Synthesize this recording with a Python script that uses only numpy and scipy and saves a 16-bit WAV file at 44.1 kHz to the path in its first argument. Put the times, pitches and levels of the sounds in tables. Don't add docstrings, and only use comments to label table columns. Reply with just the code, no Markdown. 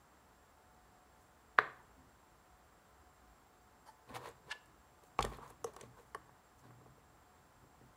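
import sys
import numpy as np
from scipy import signal
from scipy.fft import rfft, irfft, next_fast_len
from scipy.io import wavfile
from scipy.ndimage import uniform_filter1d, map_coordinates

SR = 44100
rng = np.random.default_rng(int(sys.argv[2]) if len(sys.argv) > 2 else 0)


def magnitude_from_level(level_db):
    exponent = np.asarray(level_db, float) / 20
    return 10 ** exponent


def dump(signal):
    limited = np.clip(np.atleast_2d(signal).T, -1, 1)
    pcm = np.round(limited * 32767).astype(np.int16)
    wavfile.write(sys.argv[1], SR, pcm)


N = 351429

# pitch_hz, level_db (per Hz)
FAN_AIR = [(18, -40), (35, -11), (58, 1), (110, -9.5), (220, -10.5), (500, -13), (800, -10.5),
           (1300, -12.5), (1900, -19), (2400, -25), (4000, -28.5), (8000, -30.5), (12000, -33.5),
           (16000, -30.5)]
FAN_AIR_DB = -66
# pitch_hz, width_hz, level_db, steady_share (0-1)
FAN_TONES = [(441, 6, -85, .3), (732, 10, -78.5, .5), (878, 8, -83.5, .3), (1028, 8, -83.5, .3),
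             (7528, 70, -84, .75), (15070, 110, -87, .72)]
# start_s, peak_db
CAP_POP = (1.58713, .7)
# pitch_hz, level_db, t60_s
CAP_RING = [(810, -15, .0124), (1204, -2.6, .0094), (1485, -.5, .0075), (1660, -27, .05),
            (2377, -2.5, .003), (3000, -12, .003)]
# pitch_hz, level_db, t60_s
HAND_RING = [(439, -26, 0.045), (3840, -14.5, 0.0039), (129, -49, 0.17)]
# pitch_hz, level_db, t60_s
FRAME = [(123.2, -4.5, 0.19), (224.6, -6.5, 0.15)]
# pitch_hz, level_db, t60_s
PANEL = [(442, 3.5, 0.027), (572, -6, 0.04)]
# pitch_hz, level_db, t60_s
TOP = [(793, -0.5, 0.03), (960, 3.5, 0.013), (1103, 3, 0.016), (1500, -9, 0.026), (1824, -15.5, 0.038),
       (2380, -34, .02)]
# start_s, top_db, panel_db, hardness_db_per_octave
KNOCKS = [(4.088, -64, -64, 0), (4.157, -36, -60, -2), (4.166, -35, -53, -1), (4.2566, -37.5, -60, 5),
          (4.273, -60, -48, 0), (5.034, -64, -57, 0), (5.243, -33, -32, -8), (5.249, -31, -54, 17),
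          (5.264, -36, -42.5, 0), (5.319, -45, -45.5, -4), (5.386, -43.5, -49, -5),
          (5.5036, -49.5, -55.5, -5), (5.734, -60, -62, 0), (5.765, -42, -50, -1), (5.831, -60, -46.5, -6),
          (6.2937, -52, -72, 13), (6.648, -55, -67, 5), (6.707, -52, -59, 2), (6.812, -58, -58, 3),
          (6.86, -52.5, -55.5, -2), (6.977, -64, -56.5, 0), (7.64, -61, -61, 0.5), (7.81, -59, -58, 2),
          (4.198, -60, -53, 0), (4.216, -50, -56, -1), (4.29, -54, -54, 0), (4.476, -65, -64, 0),
           (4.485, -63, -57, 0), (4.549, -64, -58, 0), (5.191, -44, -56, 0), (5.2043, -29, -45, -7),
           (5.2066, -27.5, -48, -6), (5.2089, -37, -47, 3), (5.2101, -33, -55, 8), (5.478, -54, -70, 2),
           (5.666, -49, -70, 3), (5.6705, -60, -48, 2), (5.68, -56, -59, 0), (5.687, -62, -48, 0),
           (5.773, -62, -56, -2), (5.806, -53, -66, 0), (5.8112, -50, -49, 17), (5.997, -60, -56.5, -2),
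           (6.155, -43, -47, 4), (6.1637, -51, -68, 3)]
FRAME_UNDER_DB = -19
# start_s, peak_db
THUMPS = [(4.152, -56), (5.191, -33.5), (5.245, -37.5), (5.264, -49), (5.322, -48), (5.386, -58),
          (5.642, -53), (5.8261, -45.5), (6.645, -54.5), (6.706, -59), (6.812, -56.5), (6.86, -58),
          (7.81, -57)]
# start_s, peak_db
SWAYS = [
    (5.194, -32.5),
    (5.255, -36),
    (5.385, -66),
]
# pitch_hz, level_db, t60_s
LEGS = [(52.4, -1.5, 0.21), (79, -2, 0.11)]
# start_s, pitch_hz, peak_db, t60_s
JAR_RING = (4.509, 1724, -44, 0.2)
# most_pressure_s, build_up_s, let_go_s, pressure_db, grip_db
STROKES = [(4.095, 0.028, 0.054, -56.5, -1), (4.118, 0.036, 0.045, -53.5, -10), (4.148, 0.016, .03, -52, 2),
           (4.163, 0.033, 0.027, -44, 2.5), (4.188, 0.022, 0.033, -54, -10), (4.222, 0.034, 0.036, -57, -4),
           (4.268, 0.088, 0.068, -50.5, 0.5), (4.487, 0.045, 0.037, -60.5, -1), (4.55, .03, 0.054, -64, -8),
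           (5.036, .02, 0.047, -71, 0), (5.235, 0.034, .03, -57, 5), (5.27, 0.059, 0.045, -55, -4),
           (5.33, .035, 0.11, -57, 3), (5.435, 0.051, 0.12, -58.5, -0.5), (5.504, .012, 0.048, -58.5, 0),
           (5.67, 0.014, .06, -58, 0.5), (5.742, 0.016, 0.037, -60.5, -5), (5.803, .04, 0.019, -57.5, -3),
           (5.833, 0.018, 0.049, -61, 2.5), (5.996, 0.079, 0.065, -61.5, -5), (6.642, .012, 0.12, -65, -1)]
# pitch_hz, level_db (per Hz)
RASP = [(1200, -32), (1800, 4), (2900, -3.5), (4300, -4), (5500, -17.5), (8000, -18)]
# pitch_hz, level_db (per Hz)
HISS = [(4000, -19), (6300, 3), (9000, 1), (12000, -4), (15500, 1.5)]
RASP_DB, HISS_DB, HISS_GRIP = -9, -15, 0.66
FADE_DB, ROUND = 23.5, 1.33
# loudest_s, build_up_s, let_go_s, level_db
RUSTLES = [
    (1.216, .06, .12, -75),
    (1.35, .03, .08, -80),
    (3.92, .06, .06, -76),
    (5.07, .12, .06, -73.5),
    (5.3, .06, .12, -68),
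    (5.49, 0.098, 0.045, -69),
    (6, .08, .1, -73),
    (6.1, 0.065, 0.033, -76),
    (6.59, .02, .05, -72),
]
# heaviest_s, build_up_s, let_go_s, rumble_db
LEANS = [(2.05, 0.09, 0.16, -68), (2.4, 0.11, .05, -75), (4.118, 0.05, 0.17, -55), (4.26, 0.09, 0.154, -62),
         (4.48, 0.076, .06, -64), (4.7, 0.084, 0.045, -68.5), (5.3, .02, 0.06, -54),
         (5.4, 0.33, 0.46, -61.5), (5.65, 0.055, 0.15, -60.5), (5.85, 0.081, 0.2, -60.5),
         (6.25, 0.3, 0.18, -65.5), (6.7, 0.2, 0.54, -63), (6.92, .3, .12, -70), (7.1, 0.16, 0.29, -71),
         (7.39, .04, 0.17, -70), (7.65, .17, .09, -66), (7.81, 0.051, .2, -64)]
# pitch_hz, t60_s
ROOM_DECAY = [(120, 0.9), (500, 0.331), (1200, 0.49), (3000, 0.43), (5000, 0.34), (8000, 0.27),
              (16000, 0.069)]
# start_s, peak_db, centre_hz, width_hz
TICKS = [(4.143, -57, 8000, 6000), (4.15, -46, 9300, 1500), (4.155, -44, 2250, 600),
         (4.157, -45, 3200, 2500), (4.164, -49, 4000, 2500), (4.169, -43, 2080, 1200),
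         (4.259, -49, 2200, 2500), (4.274, -56, 6700, 1200), (4.288, -51, 9000, 7000),
         (4.311, -58, 6000, 7000), (4.658, -60, 9000, 8970), (5.036, -58.5, 8000, 9000),
         (5.1856, -43, 1500, 1200), (5.191, -39, 4300, 4000), (5.190, -37, 2180, 1200),
         (5.207, -39, 6500, 8950), (5.2105, -44, 3200, 1200), (5.2234, -38, 6500, 4000),
         (5.2258, -35, 7250, 2500), (5.2272, -48, 10500, 5000), (5.2457, -46, 12000, 5000),
         (5.2484, -38, 7800, 8000), (5.370, -54.5, 10940, 8000), (5.4775, -55, 7000, 8000),
         (5.5, -54, 10000, 3000), (5.503, -49, 9500, 8000), (5.6426, -39.5, 9400, 9000),
         (5.643, -35, 6280, 2190), (5.735, -56, 8000, 8000), (5.763, -47, 8000, 10000),
         (5.7642, -51.5, 3020, 3000), (5.81, -43.5, 8100, 3480), (5.8104, -48, 2000, 1200),
         (5.8107, -47, 3500, 2000), (5.8125, -47, 6000, 1200), (5.828, -61, 3200, 1500),
         (6.1462, -60, 14500, 4000), (6.146, -48, 3200, 600), (6.1465, -50.5, 4700, 900),
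         (6.1466, -55, 11500, 3000), (6.147, -47.5, 9200, 2000), (6.592, -63, 5800, 1800)]
# start_s, peak_db, centre_hz, width_hz
SNAP = (5.2491, -37, 4300, 2500)
TICK_RISE_S, TICK_T60_S, SNAP_QUICKER = 0.00052, 0.015, 2.5
# start_s, end_s, level_db
SQUEAK = (3.856, 3.91, -56)
# pitch_hz, width_hz, level_db
NECK = [(900, 120, 8), (1930, 300, -12), (3050, 300, -15.5), (3700, 400, -30), (4400, 600, -12),
        (6000, 6700, -23), (9300, 500, -13), (12400, 300, -24)]
# pitch_hz, level_db
MICROPHONE = [(20, -8.5), (45, 0), (12000, 0), (15700, -4.5), (16450, -35)]
# pitch_hz, level_db, t60_s
FOOT = [(490, -29.3, .052), (799, -31.7, .053), (891, -18.6, .016), (1106, -16.5, .019),
        (1461, -22.5, .009), (1770, -22.6, .007), (2130, -15.9, .005)]
# pitch_hz, level_db, t60_s
CASE = [(447, -38, .045), (699, -42.2, .03), (900, -29.3, .018), (1104, -17.1, .014), (1329, -16.2, .008),
        (1733, -7.7, .005), (3250, -31, .006)]
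# pitch_hz, level_db, t60_s
CLASP = [(3420, -13.5, 0.0035), (2500, -20, 0.0046), (4300, -20, 0.0037)]
# pitch_hz, level_db, t60_s
HEEL = [(215, -40, .035), (135, -48, 0.051)]
# pitch_hz, level_db, t60_s
EDGE = [(753, -33, 0.035), (1120, -27, .016), (1215, -30.5, 0.015), (1920, -41, 0.014), (2900, -38, 0.0093)]
# pitch_hz, level_db, t60_s
BOOM = [(463, -16.5, 0.037)]
# pitch_hz, level_db, t60_s
WRIST = [(78, -55, .25), (148, -64.5, 0.35), (198, -63, .3), (260, -53, 0.21)]
# start_s, attack_s, direction (+1 or -1), modes
BLOWS = [
    (1.965, .015, 1, WRIST),
    (5.643, .0012, -1, EDGE),
    (5.6438, .0048, 1, BOOM),
    (5.19015, .00026, -1, FOOT),
    (6.14663, .002, 1, CASE),
    (4.1098, .001, -1, HEEL),
    (5.2263, .0003, 1, CLASP),
]
# loudest_s, build_up_s, let_go_s, level_db
SKIDS = [
    (4.509, 0.018, .006, -51),
    (4.517, 0.014, 0.017, -41),
    (4.55, .03, .03, -74),
]
# start_s, peak_db, hardness_db_per_octave
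HOPS = [
    (4.481, -62, -6),
    (4.494, -57, -14),
    (4.503, -45, -6),
    (4.5108, -36, 4),
    (4.516, -32, 7.5),
    (4.5194, -42, 1),
    (4.5242, -32, 5),
    (4.5275, -41, -6),
]
# pitch_hz, level_db, t60_s
GLASS = [(856, 2.5, 0.018), (1000, 1, 0.027), (1440, 0.5, 0.018), (1720, 0.5, 0.021), (2160, 0, 0.015),
         (2880, 1, 0.0087), (3420, -0.5, 0.0054), (4650, -4, 0.004)]
RIM_DB = -9.5
# pitch_hz, level_db
SPREAD = [(100, 5), (450, 3), (800, 2.5), (1180, -4.5), (1550, -6), (1950, 0), (3600, 0), (6000, 1.5),
          (10000, 2.5)]
# loudest_s, build_up_s, let_go_s, level_db
SHUDDERS = [
    (1.81, 0.043, 0.038, -63),
    (5.335, 0.046, 0.057, -58.5),
    (5.42, .05, 0.097, -56.5),
    (5.465, 0.068, 0.054, -61),
    (5.69, .03, .04, -68),
    (5.98, 0.037, .03, -63.5),
]
# pitch_hz, level_db, t60_s
FELT = [(837, 1, 0.025), (1070, 3.5, 0.02), (1320, -1, .025), (1610, -12, .02)]


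def unit(x):
    return x / np.sqrt(np.mean(x ** 2) + 1e-20)


def along(points, hz):
    f, v = np.transpose(points)
    return np.interp(np.log(hz + 1), np.log(f + 1), v)


def filtered(x, response):
    m = next_fast_len(len(x) + 8192)
    return irfft(rfft(x, m) * response(np.fft.rfftfreq(m, 1 / SR)), m)[:len(x)]


def peak(f, hz, width):
    return 1j * f * width / (hz * hz - f * f + 1j * f * width)


def body(modes, damping):
    return lambda f: sum((-1) ** k * magnitude_from_level(db) * peak(f, hz, damping * 2.2 / t60)
                         for k, (hz, db, t60) in enumerate(modes))


def tilted(modes, db_per_octave, pivot_hz):
    return [(hz, db + db_per_octave * np.log2(hz / pivot_hz), t60) for hz, db, t60 in modes]


def ring(modes, t, attack, scatter_db):
    chance = rng.standard_normal(len(modes))
    tones = sum(magnitude_from_level(db + scatter_db * c - 60 * t / t60) * np.sin(2 * np.pi * hz * t)
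                for (hz, db, t60), c in zip(modes, chance))
    return tones * (1 - np.exp(-t / attack)) ** 2


def add(track, s, sound):
    part = track[round(s * SR):][:len(sound)]
    part += sound[:len(part)]


def gains(gestures):
    t = np.arange(N) / SR
    power = np.zeros(N)
    for s, rise, fall, db in gestures:
        near = slice(round((s - 3 * rise) * SR), round((s + 3 * fall) * SR))
        u = np.maximum((s - t[near]) / rise, (t[near] - s) / fall)
        power[near] += magnitude_from_level(2 * (db - FADE_DB * u ** ROUND))
    return uniform_filter1d(np.sqrt(power), size=120)


def grit(rate, spread_db, bed):
    happens = rng.random(N) < rate / SR
    size = magnitude_from_level(spread_db * np.clip(rng.standard_normal(N), -2, 2))
    slips = happens * size * np.clip(rng.standard_normal(N), -2, 2)
    return unit(unit(slips) + bed * rng.standard_normal(N))


def wobble(rate):
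    knots = rng.standard_normal(int(N * rate / SR) + 4)
    return map_coordinates(knots, [np.arange(N) * rate / SR])


def laptop():
    air = unit(filtered(rng.standard_normal(N), lambda f: magnitude_from_level(along(FAN_AIR, f))))
    out = magnitude_from_level(FAN_AIR_DB + 0.13 * wobble(1.63)) * air
    for hz, width, db, steady in FAN_TONES:
        drifting_hz = hz + 0.24 * width * wobble(13)
        line = np.sqrt(2) * np.sin(2 * np.pi * np.cumsum(drifting_hz) / SR)
        fuzz = unit(filtered(rng.standard_normal(N), lambda f: peak(f, hz, width) ** 2))
        out = out + magnitude_from_level(db) * (np.sqrt(steady) * line + np.sqrt(1 - steady) * fuzz)
    return out


def room(x, delay, early_db):
    hz, t, z = signal.stft(rng.standard_normal(SR // 2), SR, nperseg=128)
    shape = magnitude_from_level(-60 * t / along(ROOM_DECAY, hz)[:, None]) + magnitude_from_level(early_db - 60 * t / 0.048)
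    tail = signal.istft(z * shape, SR, nperseg=128)[1]
    late = np.pad(x, (round(delay * SR), 0))
    return signal.fftconvolve(late, tail / np.linalg.norm(tail))[:N]


def leaning():
    frame = body([(125.7, -5.5, 0.21), (223.0, -9.5, 0.091), (253.0, -10.5, 0.041)], damping=2.3)
    return gains(LEANS) * unit(filtered(rng.standard_normal(N), lambda f: frame(f) / (1 + (f / 400) ** 4)))


def cap():
    start, db = CAP_POP
    out, t = np.zeros(N), np.arange(SR // 4) / SR
    add(out, start, magnitude_from_level(db) * -ring(CAP_RING + HAND_RING, t, attack=.000425, scatter_db=0))

    lead = t[:300]
    until = lead - lead[-1]
    creak = filtered(rng.standard_normal(len(lead)), lambda f: peak(f, 1800, 1050) ** 2)
    creak = creak * magnitude_from_level(-21 + 3000 * until) * (1 - np.exp(until / 0.00024))
    add(out, start - lead[-1], magnitude_from_level(db) * creak)
    out = filtered(out, lambda f: (1 - .5 * np.abs(peak(f, 230, 132)) ** 2) / (1 + (f / 7000) ** 6))

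    crack = filtered(rng.standard_normal(len(t)), lambda f: .6 + 0.76 * peak(f, 6020, 5000))
    crack = crack * magnitude_from_level(-44 - 60 * t / 0.014) * (1 - np.exp(-t / .0004))
    add(out, start, magnitude_from_level(db) * crack)
    return out


def squeak():
    start, end, db = SQUEAK
    stroke = np.sin(np.pi * np.clip((np.arange(N) / SR - start) / (end - start), 0, 1))
    neck = lambda f: sum((-1) ** k * magnitude_from_level(level) * peak(f, hz, width) for k, (hz, width, level) in enumerate(NECK))
    return magnitude_from_level(db) * stroke * unit(filtered(rng.standard_normal(N), neck))


def shudder():
    return gains(SHUDDERS) * unit(filtered(grit(900, 2.8, bed=1.0), body(FELT, damping=1.9)))


def skid():
    slips = grit(1900, 1.5, bed=1.3)
    glass = unit(filtered(slips, body(GLASS, damping=1.6)))
    rim = unit(filtered(slips, lambda f: peak(f, 6300, 5300) ** 2 / (1 + (f / 12500) ** 8)))
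    out = gains(SKIDS) * (glass + magnitude_from_level(RIM_DB) * rim)
    t = np.arange(SR // 16) / SR
    for s, db, tilt_db in HOPS:
        add(out, s, magnitude_from_level(db - 7.5) * ring(tilted(GLASS, tilt_db, 1700), t, attack=0.00015, scatter_db=2.0))
    return filtered(out, lambda f: 1 / (1 + (600 / (f + 1)) ** 4))


def dragging():
    wood = unit(filtered(grit(1800, 5.4, bed=1.2), body([(487, 1, 0.054)] + TOP, damping=2.05)))
    rasp = unit(filtered(grit(1200, 3.9, bed=0.8), lambda f: magnitude_from_level(along(RASP, f))))
    hiss = unit(filtered(grit(3000, 3.3, bed=1.5), lambda f: magnitude_from_level(along(HISS, f)) * (f > 3000)))

    def share(under_db, grows):
        return [(s, rise, fall, db + under_db + grows * grip) for s, rise, fall, db, grip in STROKES]

    out = gains(share(0, 0)) * wood
    out = out + gains(share(RASP_DB, 1)) * rasp
    return out + gains(share(HISS_DB, HISS_GRIP) + RUSTLES) * hiss


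def ticks():
    out, t = np.zeros(N), np.arange(SR // 16) / SR
    for (s, db, hz, width), speed in [(row, 1) for row in TICKS] + [(SNAP, SNAP_QUICKER)]:
        shape = magnitude_from_level(-60 * speed * t / TICK_T60_S) * (1 - np.exp(-speed * t / TICK_RISE_S)) ** 2
        edge = lambda f: (peak(f, hz, width) ** 2 + 0.27 * peak(f, 4900, 3400)) / (1 + (f / 14000) ** 4)
        burst = filtered(rng.standard_normal(len(t)) * shape, edge)
        add(out, s, magnitude_from_level(db) * burst / np.abs(burst).max())
    return out


def blows():
    out, t = np.zeros(N), np.arange(SR // 4) / SR
    for s, attack, direction, modes in BLOWS:
        add(out, s, direction * ring(modes, t, attack, scatter_db=0))
    return out


def knocks():
    out, t = np.zeros(N), np.arange(SR // 4) / SR
    for s, top_db, panel_db, tilt_db in KNOCKS:
        wood = magnitude_from_level(top_db - 4.5) * ring(tilted(TOP, tilt_db, 1100), t, attack=0.00025, scatter_db=2.5)
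        wood = wood + magnitude_from_level(panel_db + 8.5) * ring(PANEL, t, attack=0.0026, scatter_db=0.8)
        wood = wood + magnitude_from_level(panel_db + FRAME_UNDER_DB) * ring(FRAME, t, attack=0.0019, scatter_db=3.0)
        add(out, s, -wood)
    for s, db in SWAYS:
        add(out, s, magnitude_from_level(db) * ring(LEGS, t, attack=0.0082, scatter_db=0.0))
    for s, db in THUMPS:
        add(out, s, -magnitude_from_level(db) * ring(FRAME, t, attack=0.0024, scatter_db=3.0))

    s, hz, db, t60 = JAR_RING
    flutter = magnitude_from_level(3.7 * wobble(70)[:len(t)])
    tone = np.sin(2 * np.pi * hz * t) * magnitude_from_level(-60 * t / t60) * (1 - np.exp(-t / 0.002))
    add(out, s, magnitude_from_level(db) * flutter * tone)
    return out


def scene():
    pop = cap()
    table = knocks() + blows() + ticks() + dragging() + skid() + squeak() + shudder()
    sent = filtered(pop, lambda f: magnitude_from_level(along(SPREAD, f)))
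    aired = filtered(table, lambda f: 1 - 0.25 * np.abs(peak(f, 450, 250)) ** 2)
    pop_room = magnitude_from_level(-12.0) * room(sent, 0.0045, early_db=-3)
    table_room = magnitude_from_level(-14.5) * room(aired, .004, early_db=0.5)
    mix = laptop() + leaning() + pop + pop_room + table + table_room
    return mix[None]


def top_cut(x):
    return signal.sosfilt(signal.butter(12, 16440, fs=SR, output="sos"), x)


def record(dry):
    heard = filtered(dry[0], lambda f: magnitude_from_level(along(MICROPHONE, f)))
    return top_cut(heard[None])


dry = scene()
out = record(dry)
dump(out)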